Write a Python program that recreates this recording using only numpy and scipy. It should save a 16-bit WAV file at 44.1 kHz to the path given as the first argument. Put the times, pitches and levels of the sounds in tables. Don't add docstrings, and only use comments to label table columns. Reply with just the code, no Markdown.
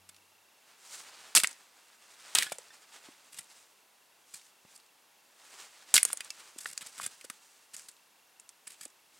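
import sys
import numpy as np
from scipy import signal
from scipy.fft import rfft, irfft
from scipy.io import wavfile

SR = 44100
rng = np.random.default_rng(int(sys.argv[2]) if len(sys.argv) > 2 else 0)


def inscribe(sig):
    pcm = np.round(np.clip(np.atleast_2d(sig).T, -1, 1) * 32767)
    wavfile.write(sys.argv[1], SR, pcm.astype(np.int16))


N = 405279
TIME = np.arange(N) / SR
SHORT = TIME[:SR // 4]
FREQ = np.maximum(np.fft.rfftfreq(2048, 1 / SR), 1)

# t/s, bite level/dB, tearing hold/s, tearing t60/s, crackle level/dB, wood body level/dB
BLOWS = [(1.3509, -14.5, 0.01, 0.13, -17, -24), (2.35, -17, 0.027, 0.29, -33.5, -29),
         (5.9409, -12, 0.015, 0.13, -18, -25)]


def undb(db):
    return 10 ** (np.asarray(db) / 20)


def unit(x):
    return x / np.sqrt(np.mean(x ** 2) + 1e-20)


def add(out, s, x):
    i = max(int(s * SR), 0)
    out[i:i + len(x)] += x[:N - i]


def shape(points):
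    hz, db = np.transpose(points)
    return np.interp(np.log(FREQ), np.log(hz), db)


def hump(hz, octaves):
    return np.exp(-.5 * (np.log2(FREQ / hz) / octaves) ** 2)


def resonance(hz, q):
    return 1 / (1 + (q * (FREQ / hz - hz / FREQ)) ** 2)


def colour(x, db):
    cepstrum = irfft(np.log(undb(db)))
    half = len(cepstrum) // 2
    cepstrum[1:half] *= 2
    cepstrum[half + 1:] = 0
    response = irfft(np.exp(rfft(cepstrum)))[:half]
    return signal.fftconvolve(x, response / np.linalg.norm(response))[:len(x)]


def fade(t, t60):
    return undb(-60 * np.maximum(t, 0) / t60)


def opening(x, length, db):
    first = x[:max(int(length * SR), 2)]
    return x * undb(db) / np.sqrt(np.mean(first ** 2) + 1e-20)


def walk(rate):
    return np.interp(TIME * rate, np.arange(2000), rng.standard_normal(2000))


def grains(size, rate, spread_db):
    chance = rng.random(size)
    strength = np.minimum(rng.exponential(size=size), 4)
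    sign = rng.choice([-1, 1], size)
    return unit((chance < rate / SR) * sign * undb(spread_db * strength))


def chops(chips_s=0.21, chips_db=-40):
    bite_hz, thud_hz, thud_db = 7250, 945, -35.5
    tear_delay = .0028
    out = np.zeros(N)
    for s, bite_db, hold, t60, high_db, wood_db in BLOWS:
        add(out, s, crack(bite_hz, bite_db))
        add(out, s, knock(thud_hz, thud_db))
        tearing = friction(hold, high_db, wood_db, t60, rate=6000, spread_db=4.0, patchy_db=3,
                           rise=.00027, ring_db=-14.5, ground_db=-43)
        add(out, s + tear_delay, tearing)
        add(out, s, crumbs(chips_s, chips_db, count=9))
    return out


def crack(hz, db, t60=0.0066, tail_db=-20, tail_t60=0.04, q=3.1, broad_db=-13, rise=0.00013):
    # f/Hz, level/dB
    snap_colour = [(40, -45.5), (200, -21), (700, -18), (1400, -3), (3000, -3), (6000, -4.5), (9500, 2.5),
                   (12500, -12.5), (16000, -14.5)]
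    attack = .003
    thickness = (5000 / hz) ** 0.31
    t = SHORT[:SR // 16]
    envelope = fade(t, t60 * thickness) + undb(tail_db) * fade(t, tail_t60 * thickness)
    onset = rise * undb(-db / 2)
    burst = rng.choice([-1., 1.], len(t)) * envelope * (1 - np.exp(-t / onset))
    band = 10 * np.log10(resonance(hz, q) + undb(broad_db) ** 2)
    return opening(colour(burst, shape(snap_colour) + band), attack, db)


def friction(length, high_db, wood_db, t60, rate, spread_db, patchy_db, rise, ring_db, ground_db, ground_hz=180):
    # f/Hz, level/dB
    crackle_colour = [(1000, -43.5), (3000, -5.5), (4500, 3), (6000, -3), (8000, 4), (10000, -2.5),
                      (12000, -6), (16000, -28.5)]
    # f/Hz, level/dB
    body_colour = [(40, -38.5), (180, -16.5), (450, -13.5), (800, -15), (1400, -2), (2200, 1.5), (4000, 4),
                   (8000, -17.5)]
    bunches = undb(patchy_db * np.tanh(walk(190)[:len(SHORT)]))
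    envelope = (1 - np.exp(-SHORT / rise)) * fade(SHORT - length, t60)
    slips = grains(len(SHORT), rate, spread_db) * bunches * envelope
    crackle = opening(colour(slips, shape(crackle_colour)), length, high_db)
    body = unit(colour(slips, shape(body_colour))) + undb(ring_db) * unit(billet(slips))
    ground_spectrum = 20 * np.log10(resonance(ground_hz, q=0.67))
    ground = undb(ground_db) * unit(colour(slips, ground_spectrum))
    return crackle + opening(body + ground, length, wood_db)


def billet(x, low_hz=1300, octaves=1.8, t60=0.046, count=4):
    pitches = low_hz * 2 ** (octaves * (np.arange(count) + rng.random(count)) / count)
    ring = sum(np.sin(2 * np.pi * hz * SHORT) for hz in pitches) * fade(SHORT, t60)
    return signal.fftconvolve(x, ring)[:len(x)]


def crumbs(within, db, count):
    out = np.zeros(N)
    for late, size in rng.random((count, 2)):
        hz = 9000 / 2 ** (2.0 * size ** 2)
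        add(out, late * within, crack(hz, db - 10 * late))
    return out


def snaps():
    # t/s, level/dB, band centre f/Hz
    breaks = [(1.3676, -18, 2570), (1.3728, -19, 2620), (1.381, -18, 9110), (1.4, -26, 2640),
              (1.4721, -27, 7100), (2.3532, -18.5, 3450), (2.3857, -16, 4130), (2.4237, -24, 1930),
              (2.4306, -27, 4270), (2.584, -39.5, 7190), (5.965, -13.5, 3100), (5.9786, -15, 2270),
              (6.03, -15, 9800), (6.0512, -18.5, 8400), (6.1304, -23.5, 9500), (6.1723, -34.5, 7260),
              (6.206, -33, 2420), (6.2458, -44, 8000), (6.304, -33.5, 5500), (6.7768, -30, 6030),
              (7.0638, -28, 8260), (7.211, -46, 2370), (7.2993, -34.5, 1330), (7.765, -39.5, 7000),
              (8.3979, -46.5, 7800), (8.491, -45, 6200), (8.677, -40, 8600), (8.853, -40.5, 7850)]
    out = np.zeros(N)
    for s, db, hz in breaks:
        add(out, s, crack(hz, db))
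    return out


def clinks():
    # t/s, level/dB, pitch relative to the thin stick (ratio)
    strikes = [(1.3736, -22, 1.03), (2.352, -37.5, 0.49), (2.386, -33, 0.76), (2.4667, -39.5, 0.65),
               (2.705, -52, .69), (6.206, -41.5, .95), (6.305, -42, 1.02)]
    attack = .003
    out = np.zeros(N)
    for s, db, pitch in strikes:
        contact = signal.unit_impulse(len(SHORT))
        add(out, s, opening(stick(contact, pitch), attack, db))
    return out


def stick(x, pitch):
    # f/Hz, level/dB, t60/s
    modes = [(1235, -20, 0.1), (2276, -2, 0.038), (2614, 0.5, 0.066), (3860, -9, .05), (5100, 0, 0.036),
             (7540, -8, 0.045), (8100, -5, .025)]
    t = SHORT * pitch
    ring = sum(undb(db) * np.sin(2 * np.pi * hz * t) * fade(t, t60) for hz, db, t60 in modes)
    return signal.fftconvolve(x, ring)[:len(x)]


def scrapes(crumbs_s=.1, crumbs_db=-53):
    # t/s, length/s, crackle level/dB, wood body level/dB
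    slides = [(0.09, 0.0079, -48.5, -52), (1.4345, 0.014, -26.5, -28), (2.52, 0.0071, -35, -36.5),
              (3.32, 0.095, -53.5, -56), (3.385, 0.0086, -39, -42.5), (4.336, 0.039, -47, -52.5),
              (4.749, 0.016, -53.5, -64), (6.052, 0.089, -48, -49), (6.581, 0.011, -41, -47),
              (6.604, .13, -47.5, -53.5), (6.809, .019, -46.5, -45), (6.862, 0.011, -44, -50.5),
              (6.978, 0.1, -43.5, -45), (7.242, 0.011, -47.5, -51), (7.734, 0.021, -45, -50),
              (7.765, 0.055, -54, -61), (7.885, 0.0053, -44.5, -51), (8.669, 0.068, -52, -55),
              (8.809, .046, -48, -52.5)]
    out = np.zeros(N)
    for s, length, high_db, wood_db in slides:
        sliding = friction(length, high_db, wood_db, t60=0.015, rate=3500, spread_db=1.5, patchy_db=8.5,
                           rise=0.00049, ring_db=-9.0, ground_db=-23)
        add(out, s, sliding)
        add(out, s, crumbs(length + crumbs_s, crumbs_db, count=3))
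    return out


def knocks():
    # t/s, level/dB, resonance f/Hz
    bumps = [(1.382, -42, 470), (1.444, -24, 1960), (2.5192, -36.5, 620), (2.585, -48.5, 470),
             (3.086, -51, 288), (4.65, -58.5, 230), (6.052, -46, 520), (6.1023, -45, 1290),
             (6.135, -49.5, 428), (6.561, -54.5, 262), (6.658, -34, 1620), (6.999, -38, 1090),
             (7.066, -55.5, 198), (7.243, -50, 470), (7.3, -54, 240), (8.857, -54, 343)]
    out = np.zeros(N)
    for s, db, hz in bumps:
        add(out, s, knock(hz, db))
    return out


def knock(hz, db, t60=0.015, q=2.5, dull_hz=2400):
    attack = .008
    push = rng.choice([-1., 1.], len(SHORT)) * fade(SHORT, t60)
    softness = 1 / (1 + (FREQ / dull_hz) ** 2)
    return opening(colour(push, 10 * np.log10(resonance(hz, q) * softness)), attack, db)


def jacket(flutter_db=2.6):
    # fastest at t/s, swell time/s, sleeve hiss level/dB, fold rustle level/dB
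    moves = [(0.7, 0.044, -67, -62), (0.94, .055, -48, -55), (1.08, 0.14, -60.5, -57),
             (2.13, 0.033, -60.5, -64), (2.95, 0.27, -62.5, -61.5), (3.5, 0.14, -63, -66.5),
             (4.38, .05, -56, -68), (4.72, 0.049, -62.5, -66), (5.55, 0.069, -53.5, -54),
             (6.37, 0.092, -57, -57), (6.9, 0.32, -58.5, -62), (7.5, 0.039, -63.5, -75),
             (7.82, .06, -59, -66.5), (8.75, .06, -65, -71), (9.17, .05, -67.5, -74)]
    # f/Hz, level/dB
    hiss_colour = [(800, -22), (2500, -6.5), (4500, 1), (7500, 4), (9500, 0.5), (11500, -9.5),
                   (16000, -14.5)]
    # f/Hz, level/dB
    folds_colour = [(50, -21.5), (200, -12), (600, -3.5), (1300, 0.5), (2500, -2), (5000, -5),
                    (10000, -33.5)]
    swing_s, swing_hiss_db, swing_folds_db = 0.24, -60.5, -59
    swings = [(s, swing_s, swing_hiss_db, swing_folds_db) for s, *_ in BLOWS]
    rubbing, folding = np.zeros(N), np.zeros(N)
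    for s, swell, high_db, low_db in list(moves) + swings:
        speed = 1 / np.cosh(np.clip((TIME - s) / swell, -20, 20))
        rubbing += (undb(high_db) * speed) ** 2
        folding += (undb(low_db) * speed) ** 2
    hiss = colour(grains(N, rate=4400, spread_db=2.0), shape(hiss_colour)) * np.sqrt(rubbing)
    folds = colour(grains(N, rate=4800, spread_db=3.5), shape(folds_colour)) * np.sqrt(folding)
    return (hiss + folds) * undb(flutter_db * walk(35))


def hedge(x, t60=0.27, echo_db=-27, rise=0.0083, dull_hz=7000):
    t = TIME[:SR]
    twigs = rng.standard_normal(SR) * fade(t, t60) * (1 - np.exp(-t / rise))
    response = colour(twigs, -10 * np.log10(1 + (FREQ / dull_hz) ** 2))
    return undb(echo_db) * signal.fftconvolve(x, response / np.linalg.norm(response))[:N]


def air(level_db=-65, side_db=-11, far_hz=650):
    # f/Hz, level/dB
    air_colour = [(24, -54.5), (40, -21), (291, -7), (638, -4.5), (899, -1.5), (1180, -4.5), (2710, -7),
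                  (2990, -7), (12000, -12), (16000, -17.5)]
    mid = colour(rng.standard_normal(N), shape(air_colour))
    murmur = shape(air_colour) + 12 * hump(far_hz, 1.2)
    side = colour(rng.standard_normal(N), murmur) * undb(side_db)
    return undb(level_db) * (mid + side * np.array([[1], [-1]]))


def hum(hz=93.6, db=-67, t60=1.3, step_db=-8):
    tone = sum(undb(step_db * k) * np.sin(2 * np.pi * (k + 1) * hz * TIME) for k in range(3))
    return undb(db) * tone * fade(TIME, t60)


def camera_tick(rate, hz, db):
    gate = np.sin(np.pi * rate * TIME) ** 8
    chirps = colour(rng.standard_normal(N) * gate, 20 * np.log10(resonance(hz, q=23)))
    return undb(db) * unit(chirps)


def scene(side_db=-22, pan_db=-0.5):
    near = chops() + snaps() + clinks() + scrapes() + knocks() + jacket()
    scatter = rng.standard_normal(len(SHORT)) * fade(SHORT, .015)
    side = undb(side_db) * signal.fftconvolve(near, scatter / np.linalg.norm(scatter))[:N]
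    direct = np.array([(near + side) * undb(pan_db / 2), (near - side) * undb(-pan_db / 2)])
    echo = hedge(near) + np.array([hedge(near, echo_db=-24.5) for _ in range(2)])
    frame_hz = 29.97
    camera = camera_tick(frame_hz, 2710, -77.5) + camera_tick(frame_hz / 2, 3350, -85.5)
    return direct + echo + air() + hum() + camera


def record(dry, low_hz=95, top_hz=15800):
    thin = signal.sosfilt(signal.butter(1, low_hz, "high", fs=SR, output="sos"), dry)
    rounded = np.tanh(thin)
    return signal.sosfilt(signal.ellip(8, .2, 70, top_hz, fs=SR, output="sos"), rounded)


dry = scene()
out = record(dry)
inscribe(out)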